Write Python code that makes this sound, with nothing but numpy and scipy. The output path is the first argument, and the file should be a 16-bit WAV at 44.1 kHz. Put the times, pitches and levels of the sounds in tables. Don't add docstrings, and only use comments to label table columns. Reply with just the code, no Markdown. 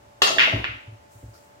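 import sys
import numpy as np
from scipy import signal
from scipy.fft import rfft, irfft
from scipy.io import wavfile
from scipy.ndimage import uniform_filter1d, minimum_filter1d

SR = 44100
rng = np.random.default_rng(int(sys.argv[2]) if len(sys.argv) > 2 else 0)


def unload_audio(sound):
    columns = np.transpose(np.atleast_2d(sound))
    steps = np.round(np.clip(columns, -1, 1) * 32767)
    wavfile.write(sys.argv[1], SR, steps.astype(np.int16))


N = 70560
T = np.arange(N) / SR
HZ = np.maximum(np.arange(N + 1) * SR / (2 * N), 1)

# frequency_hz, level_db
CLICK_SPECTRUM = [(150, -35.5), (500, -20), (900, -14.5), (1400, -1.5), (2000, 2), (2750, 4), (3500, -4),
                  (4500, -13), (6500, -24.5), (8200, -42.5), (15000, -35.5)]


def cue(room):
    # frequency_hz, level_db
    crack_spectrum = [(60, -28.5), (130, -10), (230, -7.5), (700, 0), (1050, -1), (1500, 2.5), (2100, -5),
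                      (3800, 4), (4900, -2.5), (6500, -9.5), (7600, -15.5), (12000, -23), (15500, -34)]
    # pitch_hz, level_db, t60_s
    cue_modes = [(1327, -14, 0.027), (1518, -12, 0.029), (2756, -7.5, 0.043), (2890, -17.5, 0.023),
                 (3220, -26.5, .03), (4354, -12, 0.03), (5587, -21, .025), (6640, -22.5, 0.039)]
    start_s, hit_db, slip_db, tip_rise_s, low_cut_hz = 0.2172, -4.5, -13, 0.00041, 175
    age = np.maximum(T - start_s, 0)
    hit = impulses([(start_s, hit_db)])
    slip = from_db(slip_db) * rng.standard_normal(N) * (age > 0) * decay(age, t60_s=0.036)
    blow = convolve(hit + slip, snap(at_hz(crack_spectrum))) + convolve(hit, ring(cue_modes))
    blow = signal.sosfilt(signal.butter(2, low_cut_hz, "high", fs=SR, output="sos"), blow)
    blow *= 1 - np.exp(-age / tip_rise_s)
    return place(room, blow, lag_ms=-0.14, pan_db=1.6, room_db=4, reflect_db=-11.5)


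def ball_clicks(room):
    # start_s, level_db, corner_hz
    collisions = [(0.3830, -2, 6000), (0.3836, 0.5, 5000), (0.3862, -9.5, 5050), (0.3933, -3.5, 6000),
                  (0.4011, -1.5, 6000), (0.4164, -4, 6000), (0.4336, -4.5, 6000), (0.6416, -8.5, 1229)]
    clicks = np.zeros(N)
    for start_s, level_db, corner_hz in collisions:
        dulling_db = 10 * np.log10(1 + (HZ / corner_hz) ** 2)
        clicks += convolve(impulses([(start_s, level_db)]), snap(at_hz(CLICK_SPECTRUM) - dulling_db))
    return place(room, clicks, lag_ms=0.23, pan_db=0.45, room_db=3.5, reflect_db=0)


def rack_rattle(room):
    start_s, length_s, level_db, fade_db, contacts_per_s = 0.393, 0.055, -10.5, 2.5, 330
    polarity = rng.choice([-1, 1], N)
    count = int(contacts_per_s * length_s)
    progress = (np.arange(count) + rng.random(count)) / count
    contacts = impulses(zip(start_s + length_s * progress, level_db - fade_db * progress))
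    rattle = convolve(contacts * polarity, snap(at_hz(CLICK_SPECTRUM)))
    return place(room, rattle, lag_ms=0.14, pan_db=2.8, room_db=0.5, reflect_db=3.5)


def shaft_scrape(room):
    # frequency_hz, level_db
    scrape_spectrum = [(150, -20), (600, 2.5), (2000, 1.5), (4200, 0.5), (6800, 8.5), (7700, -9),
                       (9500, -18), (15000, -46)]
    start_s, length_s, grains_per_s = 0.2712, 0.04, 610
    slap_db, grain_db, fade_db, scatter_db = -7, -11, 8.5, 6
    progress, softness = rng.random((int(grains_per_s * length_s), 2)).T
    levels_db = grain_db - fade_db * progress - scatter_db * softness
    grains = impulses(zip(start_s + length_s * progress, levels_db)) * rng.choice([-1, 1], N)
    scrape = convolve(grains + impulses([(start_s, slap_db)]), snap(at_hz(scrape_spectrum)))
    return place(room, scrape, lag_ms=-0.05, pan_db=5.0, room_db=-6, reflect_db=-4)


def cushion_thuds(room):
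    # start_s, frame_db, bed_db, rail_db
    thuds = [(0.532, -25, -11, -21), (0.553, -18.5, -40, -24), (0.586, -34, -23.5, -29.5),
             (0.685, -30.5, -26.5, -43), (0.735, -45, -31.5, -70), (0.873, -63, -26, -48.5),
             (0.919, -50, -31, -47), (1.149, -55, -35.5, -53.5), (1.225, -48, -62, -40),
             (1.231, -29.5, -26.5, -57), (1.277, -62, -31, -50)]
    # pitch_hz, level_db, t60_s
    frame_modes = [(65.3, -3, 0.23)]
    bed_modes = [(108.5, 3.5, .12), (118.5, -16.5, .08)]
    rail_modes = [(202, -3, 0.049), (260.6, -11, 0.22), (286, -0.5, 0.076), (338.8, -9.5, 0.18),
                  (483, 3, 0.025)]
    start_s, frame_db, bed_db, rail_db = np.transpose(thuds)
    frame = convolve(impulses(zip(start_s, frame_db)), soft_ring(frame_modes, rise_s=0.011))
    bed = convolve(impulses(zip(start_s, bed_db)), soft_ring(bed_modes, rise_s=0.011))
    knocks = convolve(impulses(zip(start_s, rail_db)), soft_ring(rail_modes, rise_s=0.0024))
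    boom = frame - bed
    return boom + place(room, knocks, lag_ms=0.1, pan_db=4.0, room_db=-9.5, reflect_db=-4)


def slate_hops(room):
    # start_s, level_db
    landings = [(0.293, -20), (0.361, -18.5), (0.466, -20), (0.521, -20), (0.552, -25)]
    # pitch_hz, level_db, t60_s
    slate_modes = [(291, -10, 0.063), (493, -3.5, 0.054), (590, 0.5, 0.058), (654.3, 0, 0.085),
                   (843, -5.5, 0.052)]
    knocks = convolve(impulses(landings), soft_ring(slate_modes, rise_s=0.0046))
    return place(room, knocks, lag_ms=0.1, pan_db=5.5, room_db=-16, reflect_db=-9)


def rolling():
    # time_s, level_db
    roll_levels = [(0.2, -65), (0.26, -44), (0.38, -38), (0.47, -34.5), (0.6, -36.5), (0.8, -62.5),
                   (1.1, -72), (1.6, -64)]
    # frequency_hz, level_db
    roll_spectrum = [(30, -39), (70, -10.5), (115, -2.5), (190, -4), (350, -1.5), (650, -0.5), (1100, -2.5),
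                     (2500, -37.5)]
    return envelope(roll_levels) * diffuse(at_hz(roll_spectrum))


def scuff():
    # frequency_hz, level_db
    scuff_spectrum = [(900, -25), (1400, 12.5), (1900, -37), (4000, -5.5), (4800, 2), (5800, -3),
                      (7000, -10), (15000, -15)]
    start_s, level_db, rise_s = 1.332, -49, 0.013
    age = np.maximum(T - start_s, 0)
    swell = (1 - np.exp(-age / rise_s)) * decay(age, t60_s=0.31)
    return from_db(level_db) * swell * diffuse(at_hz(scuff_spectrum))


def background():
    # pitch_hz, rms_db
    hum_notes = [(581.4, -63.5), (872.1, -65)]
    # time_s, level_db
    rustle_levels = [(1.06, -94), (1.12, -59), (1.3, -65.5), (1.45, -63), (1.6, -81)]
    # frequency_hz, level_db
    rustle_spectrum = [(1000, -13), (3000, -11), (5000, 2), (7500, 11), (10000, 3), (15000, 2.5)]
    air_spectrum = [(25, -29.5), (65, 1.5), (110, 3), (170, -10.5), (300, -5.5), (450, -4.5), (650, -0.5),
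                    (1100, -8), (2300, -15.5), (4000, -22), (7000, -23), (9000, -29), (15000, -34.5)]
    hum = sum(from_db(db) * np.sqrt(2) * np.sin(2 * np.pi * (hz * T + rng.random()))
              for hz, db in hum_notes)
    rustle = envelope(rustle_levels) * diffuse(at_hz(rustle_spectrum))
    air = from_db(-53) * diffuse(at_hz(air_spectrum))
    return air + hum + rustle


def roof_reverb():
    # frequency_hz, t60_s
    decay_times = [(100, 0.23), (500, 0.81), (1300, 0.45), (2500, 0.55), (4500, 0.51), (9000, .58),
                   (15000, 0.25)]
    build_s, centres_hz = 0.0017, np.geomspace(80, 16000, 12)
    noise, tail = rfft(diffuse(0 * HZ), 2 * N), 0
    for hz, weights in zip(centres_hz, np.eye(len(centres_hz))):
        band = irfft(noise * np.interp(np.log(HZ), np.log(centres_hz), weights))[:, :N]
        tail += band * decay(T, at_hz(decay_times, hz))
    tail *= 1 - np.exp(-T / build_s)
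    return tail / np.sqrt((tail ** 2).sum() / 2)


def place(room, sound, lag_ms, pan_db, room_db, reflect_db):
    # arrival_s, left_db, right_db
    reflections = [(.0009, -9.5, -2), (.0021, -47, -6), (.0098, -3, -38), (.0121, -13, -11.5)]
    direct, early = impulses([(0.002, 0.0071)]), []
    for channel, lag_s in enumerate(np.maximum([lag_ms, -lag_ms], 0) / 1000):
        bounces = impulses((row[0], row[1 + channel] + reflect_db) for row in reflections)
        early.append(convolve(direct + bounces, impulses([(lag_s, 0)])))
    response = np.array(early) + from_db(room_db) * room
    return convolve(sound, response) * from_db([[pan_db / 2], [-pan_db / 2]])


def diffuse(spectrum_db):
    # frequency_hz, correlation
    likeness = [(60, 0.7), (120, .93), (250, 0.85), (500, -0.61), (1200, -0.59), (2500, -0.12),
                (5000, -0.092), (12000, 0.2)]
    mid, side = rfft(rng.standard_normal((2, 2 * N)))
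    alike = at_hz(likeness)
    stereo = np.sqrt(1 + alike) * mid + np.sqrt(1 - alike) * side * [[1], [-1]]
    noise = irfft(from_db(spectrum_db) * stereo)[:, :N]
    return noise / noise.std()


def snap(spectrum_db):
    cepstrum = irfft(np.log(from_db(spectrum_db)))[:N] * np.where(T > 0, 2, 1)
    pulse = irfft(np.exp(rfft(cepstrum, 2 * N)))[:N]
    return pulse / np.abs(pulse).max()


def ring(modes):
    return sum(from_db(db) * np.sin(2 * np.pi * hz * T) * decay(T, t60_s) for hz, db, t60_s in modes)


def soft_ring(modes, rise_s):
    return ring(modes) * (1 - np.exp(-T / rise_s)) ** 2


def impulses(hits):
    track = np.zeros(N)
    for start_s, level_db in hits:
        track[int(np.clip(start_s * SR, 0, N - 1))] += from_db(level_db)
    return track


def decay(age, t60_s):
    return np.exp(-np.log(1000) * age / t60_s)


def envelope(points):
    return from_db(np.interp(T, *np.transpose(points)))


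def at_hz(points, hz=HZ):
    frequencies, values = np.transpose(points)
    return np.interp(np.log(hz), np.log(frequencies), values)


def convolve(sound, response):
    return irfft(rfft(sound, 2 * N) * rfft(response, 2 * N))[..., :N]


def from_db(db):
    return 10 ** (np.asarray(db) / 20)


def scene():
    room = roof_reverb()
    return (background() + scuff() + rolling() + cue(room) + ball_clicks(room) + slate_hops(room)
            + cushion_thuds(room) + rack_rattle(room) + shaft_scrape(room))


def record(dry):
    ceiling, window_samples, cutoff_hz = 0.96, 91, 16000
    gain = np.minimum(1, ceiling / (np.abs(dry).max(axis=0) + 1e-9))
    gain = uniform_filter1d(minimum_filter1d(gain, window_samples), window_samples)
    return signal.sosfilt(signal.ellip(12, 0.1, 80, cutoff_hz, fs=SR, output="sos"), dry * gain)


dry = scene()
out = record(dry)
unload_audio(out)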